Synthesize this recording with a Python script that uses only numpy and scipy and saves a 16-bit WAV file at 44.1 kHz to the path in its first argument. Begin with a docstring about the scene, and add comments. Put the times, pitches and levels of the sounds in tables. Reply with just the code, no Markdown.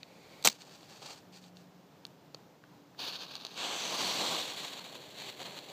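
"""A match lights a matchbook, outdoors in the snow, close to a phone. Fingers slide on the card; at 0.4 s
the head scrapes over the striker in stick-slip jerks, snaps alight and fizzes out in spurts of gas.
At 3 s one head in the book catches and sputters. From 3.6 s the row flares with a rush that swirls
against the cover and draws up a low draught, then dies down in spurts. Heads and card crack now and then.
Throughout, the open air murmurs under a faint far hum."""
import sys
import numpy as np
from scipy import signal
from scipy.fft import rfft, irfft
from scipy.io import wavfile
from scipy.ndimage import uniform_filter1d

SR = 44100
rng = np.random.default_rng(int(sys.argv[2]) if len(sys.argv) > 2 else 0)


def master(y):
    """Save y as 16-bit WAV."""
    cut = np.clip(np.atleast_2d(y).T, -1, 1)
    pcm = np.round(cut * 32767)  # scale
    wavfile.write(sys.argv[1], SR, pcm.astype(np.int16))


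N = 252235
T = np.arange(N) / SR

# Gas jets. Each row: start in seconds, hold in seconds, hiss in dB before trim, roar over hiss in dB.
ROW_FLARES = [(3.585, 0.78, -39, -5.5), (4.0, .3, -39, -6)]  # one half of the row, then the other
BOOK_JETS = [(2.996, .105, -40.5, -7.5), (3.125, .025, -42.5, -11), (3.196, .042, -45, -10),
             (3.289, 0.086, -51, -9.5), (3.404, .004, -50.5, -18), (3.45, 0.011, -55, -20),
             (3.631, 0.045, -43.5, -0.5), (4, .015, -39.5, -2.5), (4.257, .008, -43, -6),
             (4.387, .015, -40.5, -9), (4.498, .002, -43.5, -25), (4.572, 0.11, -43.5, -7),
             (4.728, 0.01, -45.5, -7), (4.772, .012, -45.5, -3.5), (4.848, 0.025, -49.5, -4),
             (4.937, 0.017, -50.5, -4), (5.179, 0.075, -47, -8.5), (5.268, 0.024, -44.5, -6),
             (5.404, .02, -45, -5), (5.458, .01, -45.5, -1.5), (5.528, .02, -51, -0.5),
             (5.577, .006, -48.5, -5), (5.685, .035, -56, 2)]
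MATCH_JETS = [(0.497, 0.021, -49, -13), (0.609, 0.011, -54, -12), (0.714, 0.033, -57, -2.5),
              (0.898, .033, -56, -5), (0.96, 0.032, -59.5, -11), (1.02, 0.1, -52.5, -4),
              (1.064, 0.063, -53.5, -0.5), (1.163, 0.018, -57, -5), (1.328, 0.055, -58, -11),
              (1.417, 0.062, -63.5, -4), (1.56, 0.057, -67, -18)]
# Later heads catch more slowly. Each row: start in seconds, attack in seconds.
HEAD_ATTACKS = [(3.0, .007), (4.5, .014)]
# Jerks on the striker. Each row: start in seconds, relative level in dB, decay in seconds,
# ring in Hz, ring boost in dB.
STRIKER_SLIPS = [(0.4263, -37.5, .0016, 4200, 8.5), (0.441, -31.5, 0.0009, 5000, 6),
                 (0.4475, -18.5, 0.0024, 4320, 10.5), (0.4507, -8, 0.0006, 6540, 1.5),
                 (0.4526, -25, 0.01, 12000, 15), (0.455, -15, 0.0026, 530, 17),
                 (0.4584, -17.5, .0034, 930, 10.5), (0.4612, -19, .002, 4276, 9),
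                 (0.4638, -21.5, .005, 2980, -1.5), (0.4733, -5, .00065, 7200, 11.5),
                 (0.4744, -12, 0.0021, 2300, 16.5), (0.4748, -29, 0.0045, 210, 22),
                 (0.4756, -13.5, .0018, 4330, 7.5), (0.4779, -24.5, 0.004, 2500, 13),
                 (0.4839, -26.5, .0016, 4014, 12), (0.4857, -17, .0013, 4200, 12),
                 (0.4987, -30.5, 0.0036, 4600, 6), (0.5279, -37, .0008, 5500, 11)]
# Dry cracks of heads and card. Each row: start in seconds, relative level in dB, ring in Hz.
DRY_CRACKS = [(0.62, -36.5, 4500), (1.4408, -38, 4000), (2.0522, -24, 3860), (3.2334, -35, 3500),
              (3.3543, -21.5, 4300), (3.4227, -34, 3520), (3.4506, -20.5, 3930), (3.4674, -25, 5200),
              (3.5774, -27, 3500), (3.9009, -24, 3500), (4.8427, -34, 4000), (5.5893, -28, 3500)]
# Softer pops. Each row: start in seconds, relative level in dB, ring in Hz, ring boost in dB.
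RINGING_POPS = [(0.031, -36, 3970, 18), (0.0317, -40, 2350, 29), (0.8305, -43, 635, 14),
                (1.57, -43.5, 4500, 16), (2.0672, -46.5, 12000, 19), (2.3461, -34, 4330, 7),
                (2.3463, -36, 500, 14), (2.6390, -43.5, 1450, 32), (2.948, -50.5, 1600, 30)]
# Resonances between row and cover. Each row: start in seconds, hold in seconds, level in dB,
# initial pitch in Hz, fall in Hz per second.
COVER_RESONANCES = [(3.98, .44, -43, 4620, 2300), (3.85, .28, -49, 6170, 1250),
                    (4.25, .07, -54, 7600, 1000)]
# Detour round the tilting cover. Each row: time in seconds, delay in milliseconds.
COVER_DELAYS = [(3.6, 0.53), (3.9, 0.61), (5.72, 0.593)]
# Reflections off cover and fingers. Each row: multiple of the cover delay, signed gain.
COVER_ECHOES = [(1, -0.053), (1.499, 0.051), (1.87, -0.047), (2.2, 0.0062), (2.749, -0.024),
                (3.699, -0.072), (5.3, -0.021)]
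# Far hum. Each row: pitch in Hz, level in dB.
HUM_LINES = [(178, -72), (287, -71)]
# Its swells. Each row: start in seconds, hold in seconds, pitch in Hz, level in dB.
HUM_RISES = [(1.33, 0.42, 180, -59.5), (2.651, 0.23, 287.4, -65.5)]
# Source spectra. Each row: frequency in Hz, relative density in dB.
FIRST_HEAD_SPECTRUM = [(80, -23), (250, -6), (850, -4.5), (1150, -4.5), (1350, -10), (1600, -7),
                       (1980, -16.5), (2600, -5), (4500, 1), (5100, -10), (6600, -14.5), (7800, -26),
                       (11000, -27.5), (15000, -23.5)]
BLAZE_SPECTRUM = [(50, -34), (170, -7), (600, -0.5), (1050, 0), (1350, -8), (1600, -3.5), (1900, -7.5),
                  (3400, 2.5), (4400, 1.5), (5100, -8.5), (6200, -6.5), (7700, -8.5), (9800, -22.5),
                  (15000, -22)]
LAST_HEADS_SPECTRUM = [(35, -45), (130, -6.5), (300, -6.5), (600, -1.5), (1000, -4), (1350, -10.5),
                       (1650, -2), (2100, -4.5), (3400, 1.5), (4400, 2), (5050, -14.5), (7300, -7.5),
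                       (9800, -27.5), (15000, -23.5)]
MATCH_SPECTRUM = [(40, -37.5), (150, -16), (450, 0.5), (850, 0), (1400, -6), (2050, -8), (2700, -3.5),
                  (3700, -4), (4550, 1), (5100, -7), (6200, -6), (7500, -9), (10000, -20.5), (15000, -18)]
SCRAPE_SPECTRUM = [(30, -22), (90, -22), (170, -4.5), (280, -7), (750, -3), (1400, -4.5), (2000, -9.5),
                   (2500, -7), (4400, 1), (5200, -5.5), (6500, -3), (8200, -6), (9500, -17.5), (15000, -12)]
RUB_SPECTRUM = [(200, -10.5), (500, 8.5), (1000, 0), (1700, -8.5), (2300, 3), (2900, -6.5), (4600, -1.5),
                (5100, -11), (7000, -10.5), (10000, -23), (15000, -18.5)]
POP_SPECTRUM = [(40, -34), (250, 1), (1000, 0.5), (2050, -7.5), (2800, -1.5), (4400, 3.5), (5200, -8),
                (6400, -4.5), (7300, -12), (9500, -21), (15000, -23)]
DRAUGHT_SPECTRUM = [(30, -33), (70, -30), (110, -4), (170, 3), (280, 2), (520, 7), (800, -3.5), (1400, -18),
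                    (4000, -50)]
AIR_SPECTRUM = [(25, -37.5), (60, -22), (100, -7.5), (150, 2.5), (230, -3), (450, -5), (800, -8),
                (1300, -15.5), (2100, -20), (4300, -22), (7000, -27.5), (9700, -39), (12000, -33),
                (15000, -31)]

BOOK_LIT_S, BLAZE_START_S, SECOND_FLARE_S = 3.0, ROW_FLARES[0][0], ROW_FLARES[1][0]
FLARE_ATTACK_S, FLARE_RELEASE_S = 0.019, 0.17


def matchbook():
    """Few heads sputter, many merge into a smooth rush; the colour shifts as fire runs along the row."""
    embers = spurt(BOOK_LIT_S, hold_s=T[-1], db=-54)
    jets = [(embers, embers * undb(-4.5))] + jet_gains(BOOK_JETS)
    jets += jet_gains(ROW_FLARES, FLARE_ATTACK_S, FLARE_RELEASE_S)
    hiss, roar = power_sum(jets)
    sputter = np.interp(20 * np.log10(hiss), [-48, -35], [1, 0.35])
    gas = gas_jet(sputter, flutter_db=1.8, flutter_hz=95.1)
    caught = np.interp(T, [3.45, 3.75], [0, 1])
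    spent = np.interp(T, [4.35, 4.85], [0, 1])
    rush = ((1 - caught) * colour(gas, FIRST_HEAD_SPECTRUM)
            + (caught - spent) * colour(gas, BLAZE_SPECTRUM)
            + spent * colour(gas, LAST_HEADS_SPECTRUM))
    # The first head spits brighter while its coating burns off.
    spit_db = 4.5 * envelope(BOOK_LIT_S, hold_s=0.089, attack_s=0.007, release_s=0.028)
    fizz_db = np.interp(T, [BLAZE_START_S, SECOND_FLARE_S], [-22, -16]) + spit_db
    return flame(rush, hiss, roar, roar_trim_db=-0.35, hiss_trim_db=0.02, fizz_db=fizz_db, flicker_db=1.2)


def match():
    """One head fizzes up and burns away in crackling spurts."""
    burn = spurt(start_s=0.5, hold_s=0.665, db=-62.5)
    jets = [(burn, burn * undb(-3.5))] + jet_gains(MATCH_JETS, attack_s=0.005, release_s=0.019)
    hiss, roar = power_sum(jets)
    gas = colour(gas_jet(sputter=0.91, flutter_db=2.0, flutter_hz=70.2), MATCH_SPECTRUM)
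    return flame(gas, hiss, roar, roar_trim_db=-1.0, hiss_trim_db=0.36, fizz_db=-19.5, flicker_db=2.5)


def gas_jet(sputter, flutter_db, flutter_hz, grains_per_s=900):
    """Gas leaves the heads in uneven puffs with tiny bursting grains; sputter (0-1) deepens both."""
    flutter = (walk(flutter_hz) + 1.32 * walk(420)) / np.sqrt(2)
    puffs = undb(sputter * flutter_db * flutter)
    puffs /= np.sqrt(uniform_filter1d(puffs ** 2, SR // 10))
    grain_db = 3.0 * np.minimum(rng.exponential(size=N), 3.2)
    bursting = rng.random(N) < grains_per_s / SR
    grains = unit(bursting * undb(grain_db) * np.sign(noise()))
    share = sputter * undb(-5.5)
    return puffs * (noise() + share * grains) / np.sqrt(1 + share ** 2)


def flame(gas, hiss, roar, roar_trim_db, hiss_trim_db, fizz_db, flicker_db):
    """A jet heard as low turbulent roar, hiss and a fine fizz that loosely follows the hiss."""
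    reference, fizz_db_per_hiss_db, smooth_s = undb(-44.5), 0.71, 0.03
    smooth_hiss = np.abs(uniform_filter1d(hiss, int(smooth_s * SR)))
    fizz = reference * (smooth_hiss / reference) ** fizz_db_per_hiss_db
    low = band(gas, 0, 1400) * undb(roar_trim_db + flicker_db * walk(35))
    middle = band(gas, 1400, 9000) * undb(hiss_trim_db)
    top = band(gas, 9000, 16000) * undb(fizz_db)
    return low * roar + middle * hiss + top * fizz


def spurt(start_s, hold_s, db, attack_s=None, release_s=0.022):
    """Gas flow of a head: catches quickly, holds, gives out."""
    attack_s = attack_s or np.interp(start_s, *np.transpose(HEAD_ATTACKS))
    return undb(db) * envelope(start_s, hold_s, attack_s, release_s)


def jet_gains(table, attack_s=None, release_s=0.022):
    """A (hiss, roar) pair of gain curves for each jet."""
    jets = []
    for start_s, hold_s, hiss_db, roar_db in table:
        hiss = spurt(start_s, hold_s, hiss_db, attack_s, release_s)
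        jets.append((hiss, hiss * undb(roar_db)))
    return jets


def strike():
    """Fingers slide on the card, pressing harder; the head catches, grinds and snaps off the striker."""
    full_s, growth_db_per_s = 0.297, 24
    rub_db = -57.5 - growth_db_per_s * np.maximum(full_s - T, 0) + 0.7 * walk(30)
    contact = envelope(0, hold_s=full_s + 0.21, attack_s=0.01, release_s=0.012)
    rub = colour(noise(), RUB_SPECTRUM) * undb(rub_db) * contact
    return rub + undb(5.0) * bursts(STRIKER_SLIPS, SCRAPE_SPECTRUM, crack=2.16, ring_octaves=0.32)


def pops(crack_decay_s=0.00048, crack_ring_db=8.5, pop_decay_s=0.0022):
    """Gas pockets burst and the card ticks."""
    cracks = [(start_s, db, crack_decay_s, hz, crack_ring_db) for start_s, db, hz in DRY_CRACKS]
    ringing = [(start_s, db, pop_decay_s, hz, ring_db) for start_s, db, hz, ring_db in RINGING_POPS]
    return undb(2.5) * bursts(cracks + ringing, POP_SPECTRUM, crack=8.0, ring_octaves=0.78)


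def bursts(table, spectrum, crack, ring_octaves, size=4096):
    """Sharp cracks, each with a dying shower of grit, rung through the card and one broad resonance."""
    out, age_s = np.zeros(N + size), np.arange(size) / SR
    base_db, hz = spectrum_db(spectrum, size)
    for start_s, db, decay_s, ring_hz, ring_db in table:
        fall = np.exp(-age_s / max(decay_s, 1e-4))
        push = rng.standard_normal(size) * fall
        push[0] += crack
        gain_db = base_db + ring_db / (1 + (np.log2(hz / ring_hz) / ring_octaves) ** 2)
        cepstrum = irfft(np.log(undb(gain_db)))
        cepstrum[1:size // 2] *= 2  # minimum phase: the ring follows the push
        cepstrum[size // 2 + 1:] = 0
        hit = irfft(rfft(push) * np.exp(rfft(cepstrum)))
        hit *= np.sqrt(np.sum(fall ** 2) / np.sum(hit ** 2)) / 2
        start = int(start_s * SR)
        out[start:start + size] += undb(db) * hit
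    return out[:N]


def climbing(x, lag_ms_per_s=0.16):
    """The flame climbs the cover; its reflection lags and fades, so notches glide down."""
    lag_ms = 0.19 + lag_ms_per_s * np.maximum(T - BLAZE_START_S, 0)
    share = 0.32 * envelope(BLAZE_START_S, hold_s=0, attack_s=FLARE_ATTACK_S, release_s=0.42)
    return (x - share * delayed(x, lag_ms / 1000)) / np.sqrt(1 + share ** 2)


def off_cover(x):
    """Short reflections off cover and fingers; their notches slide as the book tilts."""
    delay_s = np.interp(T, *np.transpose(COVER_DELAYS)) / 1000
    multiples, gains = np.transpose(COVER_ECHOES)
    echoes = gains @ delayed(x, np.outer(multiples, delay_s))
    return (x + echoes) / np.sqrt(1 + np.sum(gains ** 2))


def swirl(half_width_hz=280):
    """Three narrow noise bands ring between row and cover, sinking as the flame grows."""
    lowpass = signal.butter(2, half_width_hz, fs=SR, output="sos")
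    out = np.zeros(N)
    for start_s, hold_s, db, initial_hz, fall_hz_per_s in COVER_RESONANCES:
        hz = initial_hz - fall_hz_per_s * np.maximum(T - start_s, 0)
        ring = unit(signal.sosfilt(lowpass, noise())) * sine(hz)
        out += ring * undb(db) * envelope(start_s, hold_s, attack_s=0.14, release_s=0.044)
    return out


def draught():
    """Hot air rises with a fluttering rumble over the tall flame, then faintly over the embers."""
    column = undb(-47.5) * envelope(start_s=4.1, hold_s=0.29, attack_s=0.19, release_s=0.065)
    embers = spurt(BLAZE_START_S, hold_s=T[-1], db=-59.5)
    return colour(noise(), DRAUGHT_SPECTRUM) * power_sum([column, embers]) * undb(2.0 * walk(30))


def outdoors():
    """Low murmur of open air and a far hum that swells twice."""
    air = colour(noise(), AIR_SPECTRUM) * undb(-59.5 + 0.85 * walk(14))
    swells = sum(hum(hz, db) * envelope(start_s, hold_s, attack_s=0.07, release_s=0.07)
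                 for start_s, hold_s, hz, db in HUM_RISES)
    return air + swells + sum(hum(hz, db) for hz, db in HUM_LINES)


def hum(hz, db):
    """One line, wavering in pitch and level."""
    return sine(hz * (1 + 0.008 * walk(14))) * undb(db + 0.93 * walk(9.8))


def envelope(start_s, hold_s, attack_s, release_s):
    """Gain that reaches 1 at start_s, holds and decays; attack and release are time constants."""
    return np.exp(-np.maximum(start_s - T, 0) / attack_s - np.maximum(T - start_s - hold_s, 0) / release_s)


def power_sum(gains):
    """Unrelated flows add in power."""
    return np.sqrt(np.sum(np.square(gains), axis=0) + 1e-18)


def delayed(x, delay_s):
    """Moving fractional delay."""
    fine = signal.resample(x, 4 * N)
    return np.interp(T - delay_s, np.arange(4 * N) / (4 * SR), fine)


def spectrum_db(spectrum, size):
    """Level in dB and frequency in Hz of each FFT bin."""
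    hz, db = np.transpose(spectrum)
    bin_hz = np.maximum(np.fft.rfftfreq(size, 1 / SR), 1)
    return np.interp(np.log(bin_hz), np.log(hz), db), bin_hz


def colour(x, spectrum):
    """Spectral shaping; rms 1."""
    gain_db, _ = spectrum_db(spectrum, N)
    return unit(irfft(rfft(x) * undb(gain_db), N))


def band(x, low_hz, high_hz):
    """Brick-wall bandpass; rms 1."""
    hz = np.fft.rfftfreq(N, 1 / SR)
    return unit(irfft(rfft(x) * ((hz >= low_hz) & (hz < high_hz)), N))


def walk(rate_hz):
    """Smooth random curve; rms 1."""
    size = int(SR / rate_hz)
    steps = np.repeat(rng.standard_normal(N // size + 1), size)
    return unit(uniform_filter1d(steps, size)[:N])


def sine(hz):
    """Sine of moving pitch; rms 1."""
    return np.sqrt(2) * np.sin(2 * np.pi * np.cumsum(hz) / SR)


def noise():
    """White noise."""
    return rng.standard_normal(N)


def undb(db):
    """Decibels to gain."""
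    return 10 ** (np.asarray(db) / 20)


def unit(x):
    """Scale to rms 1."""
    return x / np.sqrt(np.mean(x ** 2) + 1e-20)


def scene():
    """All sources at one point, the same on both channels."""
    fire = off_cover(match() + climbing(matchbook()) + pops())
    return np.tile(strike() + fire + draught() + outdoors() + swirl(), (2, 1))


def record(dry, cutoff_hz=15350):
    """The phone cuts the top steeply."""
    return signal.sosfilt(signal.ellip(14, 0.2, 70, cutoff_hz, fs=SR, output="sos"), dry)


dry = scene()
out = record(dry)
master(out)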